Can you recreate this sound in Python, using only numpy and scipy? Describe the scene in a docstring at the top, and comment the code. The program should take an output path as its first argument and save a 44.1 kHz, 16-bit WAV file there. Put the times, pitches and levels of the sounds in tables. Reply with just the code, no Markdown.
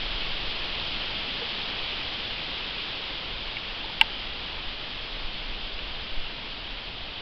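"""Leaves in a fading breeze

Thousands of leaves flutter overhead, made from coloured noise, with duller noise for trees farther off.
A small hand-held camera hears them: air buffets its one microphone with slow noise and single bumps.
Fingers tick on its plastic case, which rings as short fading tones; one button snap overloads the recorder.
A faint hum, a sine wave of wavering strength, sits underneath."""
import sys
import numpy as np
from scipy import signal
from scipy.io import wavfile
from scipy.ndimage import uniform_filter1d

SR = 44100
rng = np.random.default_rng(int(sys.argv[2]) if len(sys.argv) > 2 else 0)


def boost_factor(decibels):
    """Convert a level in decibels to a linear amplitude factor."""
    exponent = np.asarray(decibels, float) / 20
    return 10 ** exponent


def waveform_to_disk(signal):
    """Save audio, clipped to [-1, 1], as 16-bit WAV at the path in sys.argv[1]."""
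    frames = np.transpose(np.atleast_2d(signal))
    scaled = np.clip(frames, -1, 1) * 32767
    samples = np.round(scaled).astype(np.int16)
    wavfile.write(sys.argv[1], SR, samples)


N = 317961  # length [samples]

# The breeze in the treetops, slowly dying down: (time [s], leaf level [dB])
BREEZE = [(0.0, -33), (1.8, -33), (3.6, -36), (5.9, -37.5), (7.21, -39)]
# Colour of the near leaves: (frequency [Hz], relative level [dB per Hz])
LEAF_COLOUR = [(700, -46), (1200, -19.5), (1800, -13), (2400, -6.5), (2800, -3.5), (3250, -1.5),
               (3900, -7.5), (4900, -13.5), (5200, -17.5), (5400, -25.5), (5750, -25), (6200, -18),
               (6450, -100)]
# What the plastic case rings with:
# (frequency [Hz], relative level [dB], time to fall by 60 dB [s], first swing of the wall by the microphone)
CASE_MODES = [(470, -44.5, 0.08, "out"), (892, -17, 0.046, "out"), (1573, -24, 0.037, "out"),
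              (1870, -27, 0.024, "out"), (2066, -25, 0.043, "out"), (2265, -7.5, 0.013, "in"),
              (2574, -10.5, 0.012, "out"), (2760, -0.5, 0.013, "out"), (3030, -1.5, 0.0094, "in"),
              (3350, -5.5, 0.01, "out"), (5200, -29, 0.0067, "out")]
# Touches on the case: (time [s], peak level [dB], best-rung pitch [Hz],
# loss away from that pitch [dB per octave], rise time [cycles of each mode])
TAPS = [(1.415, -29, 470, 36, 2.6), (3.5675, -20.5, 2300, 36, 7.3), (3.841, -33, 880, 30.5, 2.5),
        (3.895, -36, 880, 35, 2.3), (4.012, 9, 2760, 1, 1.3), (5.7907, -22, 2760, 23, 1.5),
        (6.253, -29, 2600, -1, 6.9), (6.266, -23, 2900, 15, 5)]
# Gusts reaching the microphone opening: (time [s], eddy level [dB])
GUSTS = [(0.0, -37), (0.6, -39), (1.5, -52), (3.6, -51.5), (4.3, -41), (4.95, -47.5), (5.35, -36),
         (5.7, -39.5), (6.1, -40), (6.45, -46), (7.21, -48)]
# Colour of the lumpy eddies: (frequency [Hz], relative level [dB per Hz])
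EDDY_COLOUR = [(1, -9), (4, -12), (12, 2.5), (20, -0.5), (40, -19.5), (100, -63.5)]
# Colour of the steadier rumble: (frequency [Hz], relative level [dB per Hz])
RUMBLE_COLOUR = [(5, -20.5), (15, -3.5), (30, 0), (45, -6.5), (70, -11.5), (120, -27.5), (300, -62)]
# Single lumps of air on the opening: (time [s], peak level [dB], length of first swing [s], direction)
BUMPS = [(0.146, -24, 0.017, "push"), (0.467, -28, .045, "suck"), (1.01, -32.5, 0.045, "push"),
         (1.81, -33, 0.035, "suck"), (4.667, -31, 0.029, "suck"), (5.243, -26.5, 0.032, "push"),
         (5.497, -26.5, 0.033, "push"), (5.761, -28.5, 0.047, "push"), (5.93, -34, 0.048, "push"),
         (6.111, -28, 0.087, "suck"), (6.171, -19, 0.046, "push"), (6.254, -32, 0.023, "push")]
# Colour of the more distant trees: (frequency [Hz], relative level [dB per Hz])
WOODS_COLOUR = [(40, -19), (90, -3), (200, -2.5), (420, -4), (550, -4), (900, -4), (1700, -8), (3000, -18),
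                (5000, -30), (6000, -75)]

# Mean levels [dB], and how far each layer moves per dB of gust or breeze [dB per dB]
RUMBLE_DB, RUMBLE_SHARE = -43, 0.22
WOODS_DB, WOODS_SHARE = -42, 0.7
HUM_HZ, HUM_DB = 119, -58.5  # pitch [Hz], middle of the wavering peak level [dB]
OFFSET = -0.0029  # constant shift of the wave [full scale]
CONVERTER_TOP, OUTPUT_TOP = 0.645, 0.708  # clipping limits [full scale]
BAND_HZ = 5700  # treble cutoff [Hz]


def evened(x):
    """Scales a signal to an rms (average strength) of 1."""
    return x / np.sqrt(np.mean(x ** 2) + 1e-20)


def follow(rows):
    """Draws straight lines between rows of (time [s], level [dB]), giving a level for every sample."""
    times, levels_db = np.transpose(rows)
    return np.interp(np.arange(N) / SR, times, levels_db)


def in_step(rows, mean_db, share):
    """Gain of a layer that moves about its own mean level by a share of the control's swing."""
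    control_db = follow(rows)
    return boost_factor(mean_db + share * (control_db - control_db.mean()))


def add(mix, start, sound):
    """Mixes a sound in at a start time [s]."""
    part = mix[round(start * SR):][:len(sound)]
    part += sound[:len(part)]


def hiss(colour, patchy_db, flicker_db, size):
    """Coloured noise from random spectra, with drifting patches and a flicker shared by all pitches."""
    frames = 4 * N // size + 5
    hz = np.fft.rfftfreq(size, 1 / SR)
    real, imaginary, patches = rng.standard_normal((frames, len(hz), 3)).T

    # Smooth over neighbouring pitches, then over time
    patches = uniform_filter1d(patches, size=9, axis=0)
    patches = evened(uniform_filter1d(patches, size=9, axis=1))
    flicker = evened(uniform_filter1d(rng.standard_normal(frames), size=5))

    colour_hz, colour_db = np.transpose(colour)
    level_db = np.interp(np.log(hz + 1), np.log(colour_hz + 1), colour_db)[:, None]
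    level_db = level_db + patchy_db * patches + flicker_db * flicker
    spectra = (real + 1j * imaginary) * boost_factor(level_db)
    noise = signal.istft(spectra, nperseg=size, noverlap=3 * size // 4)[1]
    return evened(noise[:N])


def leaves():
    """So many far leaves clap at once that they fuse to a hiss, shimmering slightly as twigs shake."""
    return boost_factor(follow(BREEZE)) * hiss(LEAF_COLOUR, patchy_db=0.42, flicker_db=0.32, size=512)


def case_ring(best_hz, fall_db, rise_cycles):
    """Sums the tones of the case: those near the touched part's pitch ring most, low ones build up slower."""
    t = np.arange(5000) / SR
    ring = np.zeros(len(t))
    for hz, mode_db, t60, swing in CASE_MODES:
        octaves_away = abs(np.log2(hz / best_hz))
        fading = boost_factor(mode_db - fall_db * octaves_away - 60 * t / t60)
        rise = 1 - np.exp(-(t * hz / rise_cycles) ** 2)
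        sign = 1 if swing == "out" else -1
        ring += sign * fading * rise * np.sin(2 * np.pi * hz * t)
    return ring / abs(ring).max()


def taps():
    """Each touch sets the plastic case ringing briefly, at its own peak level."""
    out = np.zeros(N)
    for start, peak_db, best_hz, fall_db, rise_cycles in TAPS:
        add(out, start, boost_factor(peak_db) * case_ring(best_hz, fall_db, rise_cycles))
    return out


def air_bump(length):
    """One lump of air: a quick swing of pressure that swings back a little and dies away."""
    u = np.arange(0, 4 * length, 1 / SR) / length
    onset = 1 - np.exp(-u / 0.087)
    lump = np.sin(np.pi * u) * np.exp(-1.5 * u) * onset
    return lump / lump.max()


def buffeting():
    """Moving air presses on the microphone opening: lumpy eddies, a steadier rumble and single bumps."""
    eddies = hiss(EDDY_COLOUR, patchy_db=2.0, flicker_db=1.5, size=16384)
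    rumble = hiss(RUMBLE_COLOUR, patchy_db=2.0, flicker_db=0.0, size=16384)
    out = boost_factor(follow(GUSTS)) * eddies
    out += in_step(GUSTS, RUMBLE_DB, RUMBLE_SHARE) * rumble
    for start, peak_db, length, direction in BUMPS:
        sign = 1 if direction == "push" else -1
        add(out, start, sign * boost_factor(peak_db) * air_bump(length))
    return out


def woods():
    """The same breeze in more distant trees makes a smooth, dull wash."""
    wash = hiss(WOODS_COLOUR, patchy_db=0.18, flicker_db=0.07, size=2048)
    return in_step(BREEZE, WOODS_DB, WOODS_SHARE) * wash


def hum():
    """A faint sine wave of steady pitch that wavers in strength."""
    waver = uniform_filter1d(rng.standard_normal(N), size=9000)
    waver = evened(uniform_filter1d(waver, size=9000))
    tone = np.sin(2 * np.pi * HUM_HZ * np.arange(N) / SR)
    return boost_factor(HUM_DB + 2.5 * waver) * tone


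def scene():
    """One microphone feeds both channels."""
    mono = leaves() + taps() + buffeting() + woods() + hum()
    return np.array([mono, mono])


def top_cut(x):
    """Nothing passes above the cut-off."""
    return signal.sosfilt(signal.butter(12, 16500, fs=SR, output="sos"), x)


def record(dry):
    """The converter clips and cuts the treble; rounded peaks overshoot and are shaved again at the output."""
    held = np.clip(dry + OFFSET, -CONVERTER_TOP, CONVERTER_TOP)
    lowpass = signal.firwin(161, BAND_HZ, window=("kaiser", 10), fs=SR)
    narrow = signal.oaconvolve(held, lowpass[None], "same")
    shaved = np.clip(narrow, -OUTPUT_TOP, OUTPUT_TOP)
    return top_cut(shaved)


dry = scene()
out = record(dry)
waveform_to_disk(out)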